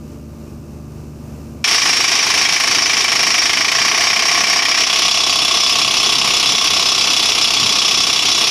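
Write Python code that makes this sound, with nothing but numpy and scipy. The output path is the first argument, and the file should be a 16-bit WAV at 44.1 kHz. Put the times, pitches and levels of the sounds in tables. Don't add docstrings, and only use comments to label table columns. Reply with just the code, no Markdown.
import sys
import numpy as np
from scipy import signal
from scipy.fft import rfft, irfft, next_fast_len
from scipy.io import wavfile
from scipy.ndimage import uniform_filter1d

SR = 44100
rng = np.random.default_rng(int(sys.argv[2]) if len(sys.argv) > 2 else 0)


def wav_out(sig):
    wavfile.write(sys.argv[1], SR, np.round(np.clip(np.atleast_2d(sig).T, -1, 1) * 32767).astype(np.int16))


N = 374850
TIME = np.arange(N) / SR
START_S, SEAT_S = 1.642, 4.88


def from_db(db):
    return 10 ** (np.asarray(db) / 20)


def rms_one(x):
    return x / np.sqrt(np.mean(x ** 2) + 1e-20)


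def colour(x, spectrum):
    hz, db = np.transpose(spectrum)
    size = next_fast_len(N + SR // 10)
    bins_hz = np.maximum(np.arange(size // 2 + 1) * SR / size, 1)
    gain = from_db(np.interp(np.log(bins_hz), np.log(hz), db))
    return rms_one(irfft(rfft(x, size) * gain, size)[:N])


def noise(spectrum):
    return colour(rng.standard_normal(N), spectrum)


def drift(per_s):
    return np.interp(TIME * per_s, np.arange(1000), rng.standard_normal(1000))


def resonate(x, modes, damping=1, wander_db=0):
    out = np.zeros(N)
    for k, (hz, width, db) in enumerate(modes):
        r = np.exp(-np.pi * width * damping / SR)
        poles = [1, -2 * r * np.cos(2 * np.pi * hz / SR), r * r]
        mode = (1 - r * r) / 2 * signal.lfilter([1, 0, -1], poles, x + 1e-18)
        out += (-1) ** k * from_db(db + wander_db * drift(9)) * mode
    return rms_one(out)


def engine_speed(idle_hz=74.8, sag_hz=10.25, lag_s=.13, full_blows_per_s=32.5):
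    load = (hammer_speed() / full_blows_per_s) ** 1.8
    inertia = np.exp(-1 / (lag_s * SR))
    return idle_hz - sag_hz * signal.lfilter([1 - inertia], [1, -inertia], load)


# multiple_of_firing_rate, level_db
ENGINE_TONES = [(1, -36.5), (4 / 3, -49), (5 / 3, -43), (2, -37.5), (3, -39.5), (3.7, -47), (4.5, -47),
                (7.92, -53), (16, -60)]
# frequency_hz, relative_db
RUMBLE_SPECTRUM = [(20, -27), (48, -7), (105, -1.5), (175, -5.5), (215, 1), (290, -3.5), (450, -10),
                   (750, -18.5), (1200, -21.5), (1950, -33), (2620, -27.5), (3300, -37), (5800, -29.5),
                   (10000, -38.5)]
def diesel():
    phase = 2 * np.pi * np.cumsum(engine_speed() * (1 + .0015 * drift(7))) / SR
    tones = np.zeros(N)
    for multiple, db in ENGINE_TONES:
        amplitude = np.sqrt(2) * from_db(db + .69 * drift(9))
        tones += amplitude * np.sin(multiple * phase + 2 * np.pi * rng.random())
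    rumble = from_db(-35 + 1.5 * drift(8.1)) * noise(RUMBLE_SPECTRUM)
    return tones + rumble * (1 + .1 * np.cos(phase))


# peak_s, spread_s, level_db
GUSTS = [(1.503, 0.033, -45), (5.86, .05, -22), (6.206, 0.043, -19.5), (6.524, 0.037, -22),
         (6.717, 0.026, -17), (6.99, .03, -30), (7.646, 0.044, -16), (7.98, 0.028, -24)]
# frequency_hz, relative_db
GUST_SPECTRUM = [(25, -37), (70, 0), (140, 10.5), (270, 8), (420, -12), (1500, -55)]
def buffets():
    swell = sum(from_db(db) * np.exp(-.5 * ((TIME - s) / spread) ** 2) for s, spread, db in GUSTS)
    return swell * noise(GUST_SPECTRUM)


# time_s, blows_per_s
HAMMER_PACE = [(1.642, 30.73), (1.809, 26.8), (3.002, 27.05), (3.587, 26.14), (3.787, 30.45),
               (4.045, 32.58), (6.72, 32.71), (7.764, 31.96), (8.5, 32.24)]
def hammer_speed():
    return np.interp(TIME, *np.transpose(HAMMER_PACE)) * (TIME > START_S)


def piston(jitter_s=.00005):
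    strokes = np.cumsum(hammer_speed()) / SR
    blows = np.flatnonzero(np.diff(np.ceil(strokes)))
    jitter = (jitter_s * SR * rng.standard_normal(len(blows))).astype(int)
    return np.clip(blows + jitter, 0, N - 1)


def feed_db(peak_s=4.37, rise_db_per_s=2, ease_db=7.5, ease_s=2.4):
    rising = rise_db_per_s * np.minimum(TIME - peak_s, 0)
    easing = ease_db * (1 - np.exp(-np.maximum(TIME - peak_s, 0) / ease_s))
    db = rising - easing
    return db - db[TIME > START_S].mean()


def seating(spread_s=.054):
    return .5 + .5 * np.tanh((TIME - SEAT_S) / (2 * spread_s))


def as_bit_seats(loose, seated):
    share = seating()
    return np.sqrt(1 - share) * loose + np.sqrt(share) * seated


# time_s, extra_db_at_bite_1
ODD_BLOWS = [(2.301, 3), (2.931, 0.5), (3.042, 3), (3.266, -3), (3.68, 1), (4.252, -3), (5.294, 2),
             (7.441, 6.5), (8.159, 2)]
def strikes(blows, spread_db, bite):
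    skating = 1 + .16 * (1 - seating()[blows])
    db = spread_db * skating * rng.standard_normal(len(blows))
    for s, extra_db in ODD_BLOWS:
        db[np.argmin(abs(blows / SR - s))] += bite * extra_db
    clicks = np.zeros(N)
    clicks[blows] = from_db(db)
    return clicks


def rattle(clicks, rise_s, fade_s, alike, grain_db):
    age = TIME[:SR // 8]
    shape = (1 - np.exp(-age / rise_s)) * np.exp(-age / fade_s)
    repeating = signal.oaconvolve(clicks, shape * rng.standard_normal(len(age)))[:N]
    power = np.maximum(signal.oaconvolve(clicks ** 2, shape ** 2)[:N], 0)
    grains = np.repeat(from_db(grain_db * rng.standard_normal(N // 32 + 1)), 32)[:N]
    contacts = np.sqrt(power) * rms_one(rng.standard_normal(N) * grains)
    return np.sqrt(alike) * repeating + np.sqrt(1 - alike) * contacts


# pitch_hz, width_hz, relative_db
HOUSING_MODES = [(655, 35, -6), (720, 60, -6), (860, 140, -14), (1030, 110, -8), (1110, 85, 1),
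                 (1190, 150, -9)]
def housing_knock(blows):
    shove = np.roll(strikes(blows, spread_db=1.2, bite=.4), SR // 1000)
    shudder = rattle(shove, rise_s=.0045, fade_s=.047, alike=.17, grain_db=-5)
    force = rms_one(shove) + from_db(-5.5) * rms_one(shudder)
    return from_db(-28.5 + feed_db()) * resonate(force, HOUSING_MODES)


# frequency_hz, relative_db
LOOSE_CLATTER_SPECTRUM = [(500, -30), (700, -10.5), (1450, -6.5), (1950, -1), (2350, 1), (3300, -4.5),
                          (3600, -5.5), (4700, -4), (5300, 2.5), (5750, -0.5), (6400, -7), (8200, -22.5),
                          (10500, -24), (15000, -37)]
SEATED_CLATTER_SPECTRUM = [(600, -17), (1250, -2.5), (1700, -13), (2200, 1.5), (2700, 5.5), (3900, 1),
                           (4750, -1), (5400, 6), (6500, -8.5), (7100, -5), (8100, -28.5), (9700, -11.5),
                           (11000, -20), (15000, -37)]
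def coupling_clatter(blows):
    clicks = strikes(blows, spread_db=.6, bite=.5)
    chatter = rattle(clicks, rise_s=.0018, fade_s=.022, alike=.2, grain_db=2.5)
    loose = from_db(-17.5) * colour(chatter, LOOSE_CLATTER_SPECTRUM)
    seated = from_db(-19.24) * colour(chatter, SEATED_CLATTER_SPECTRUM)
    return as_bit_seats(loose, seated)


# frequency_hz, relative_db
STRESS_SPECTRUM = [(3400, 3), (4000, 0), (4600, 4.5), (5200, 3.5), (5550, 4), (5900, 4.5), (6600, 2.5),
                   (8000, 4)]
# pitch_hz, base_width_hz, relative_db
LOOSE_ROD_MODES = [(3670, 49, -9), (4590, 37, -5), (4910, 46, -4), (5249, 60, -5), (5530, 81, 0),
                   (5860, 34, -2), (6520, 37, -12), (7220, 68, -17), (7910, 57, -20), (8600, 55, -25)]
SEATED_ROD_MODES = [(3420, 61, 0), (3940, 230, -7), (4290, 62, -8), (4610, 41, -4), (4890, 34, -6),
                    (5200, 42, 0), (5530, 40, -2), (5880, 40, -3), (6170, 26, -9), (6520, 45, -13),
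                    (6850, 62, -12), (7560, 53, -20), (7910, 74, -24), (8240, 41, -24), (8590, 53, -25)]
def rod_ring(blows):
    clicks = strikes(blows, spread_db=1.85, bite=.057)
    bursts = rattle(clicks, rise_s=.00049, fade_s=.022, alike=.033, grain_db=1.5)
    stress = colour(bursts, STRESS_SPECTRUM)
    loose = from_db(-21) * resonate(stress, LOOSE_ROD_MODES, damping=.38, wander_db=1.2)
    seated = from_db(-18.5) * resonate(stress, SEATED_ROD_MODES, damping=.71, wander_db=.8)
    return as_bit_seats(loose, seated)


# pitch_hz, width_hz, relative_db
CRACK_MODES = [(9190, 190, -0.5), (9920, 270, -2.5), (12300, 700, -11.5)]
def piston_crack(blows):
    clicks = strikes(blows, spread_db=1.8, bite=.24)
    contact = rattle(clicks, rise_s=.00078, fade_s=.014, alike=.1, grain_db=-1.5)
    return from_db(-39) * resonate(contact, CRACK_MODES)


# pitch_hz, base_width_hz, relative_db
LOOSE_BIT_MODES = [(1720, 160, -13), (1950, 120, -7), (2105, 60, -5), (2320, 100, 1), (2460, 100, -7),
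                   (2985, 90, -6), (3290, 120, -8)]
SEATED_BIT_MODES = [(2600, 160, -7), (2950, 200, -6), (3230, 110, -1), (3420, 70, 0)]
def bit_clank(blows, feed_share=.31, surge_s=.6):
    clicks = strikes(blows, spread_db=1.6, bite=1.15)
    crush = rattle(clicks, rise_s=.0075, fade_s=.0064, alike=.077, grain_db=2)
    surge_db = np.exp(-np.maximum(TIME - SEAT_S, 0) / surge_s)
    loose = from_db(-22.43) * resonate(crush, LOOSE_BIT_MODES, damping=.68)
    seated = from_db(-26 + surge_db) * resonate(crush, SEATED_BIT_MODES, damping=.73)
    return from_db(feed_share * feed_db()) * as_bit_seats(loose, seated)


# frequency_hz, relative_db
GRIND_SPECTRUM = [(500, -38), (1100, -11.5), (1600, -10), (2350, -3.5), (4300, -7), (5000, -5.5),
                  (5500, -0.5), (6400, -10.5), (8200, -18), (9800, -19), (15000, -46)]
def grinding(fresh_db=12.5, settle_s=3.7):
    fresh = np.exp(-np.maximum(TIME - START_S, 0) / settle_s)
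    level_db = -32.5 + fresh_db * fresh + .44 * drift(40)
    return (TIME > START_S) * from_db(level_db) * noise(GRIND_SPECTRUM)


# frequency_hz, relative_db
SUCTION_SPECTRUM = [(25, -56), (70, -12), (120, -8), (270, -1), (450, -0.5), (580, -8), (900, -0.5),
                    (1600, -9.5), (6000, -20.5), (15000, -29)]
def suction():
    running = np.clip((TIME - START_S) / .02, 0, 1)
    return running * from_db(-30 + .5 * drift(12)) * noise(SUCTION_SPECTRUM)


def scene(drill_gain_db=14.5):
    background = diesel() + buffets()
    blows = piston()
    parts = (housing_knock, coupling_clatter, rod_ring, piston_crack, bit_clank)
    hammering = sum(part(blows) for part in parts)
    drilling = hammering + grinding() + suction()
    return (background + from_db(drill_gain_db) * drilling)[None]


def limiter(x, ceiling_db, release_db_per_s, window_s):
    size = int(window_s * SR)
    level_db = 10 * np.log10(np.maximum(uniform_filter1d(x[0] ** 2, size), 1e-12))
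    over_db = np.maximum(level_db - ceiling_db, 0)
    release_db = release_db_per_s * TIME
    held_db = np.maximum.accumulate(over_db + release_db) - release_db
    return x * from_db(-uniform_filter1d(held_db, size))


def record(dry):
    limited = limiter(dry, ceiling_db=-9.5, release_db_per_s=69.5, window_s=.005)
    rounded = 1.477 * np.tanh(limited / 1.728)
    top_cut = signal.ellip(12, .1, 90, 15100, fs=SR, output="sos")
    return signal.sosfilt(top_cut, rounded)


dry = scene()
out = record(dry)
wav_out(out)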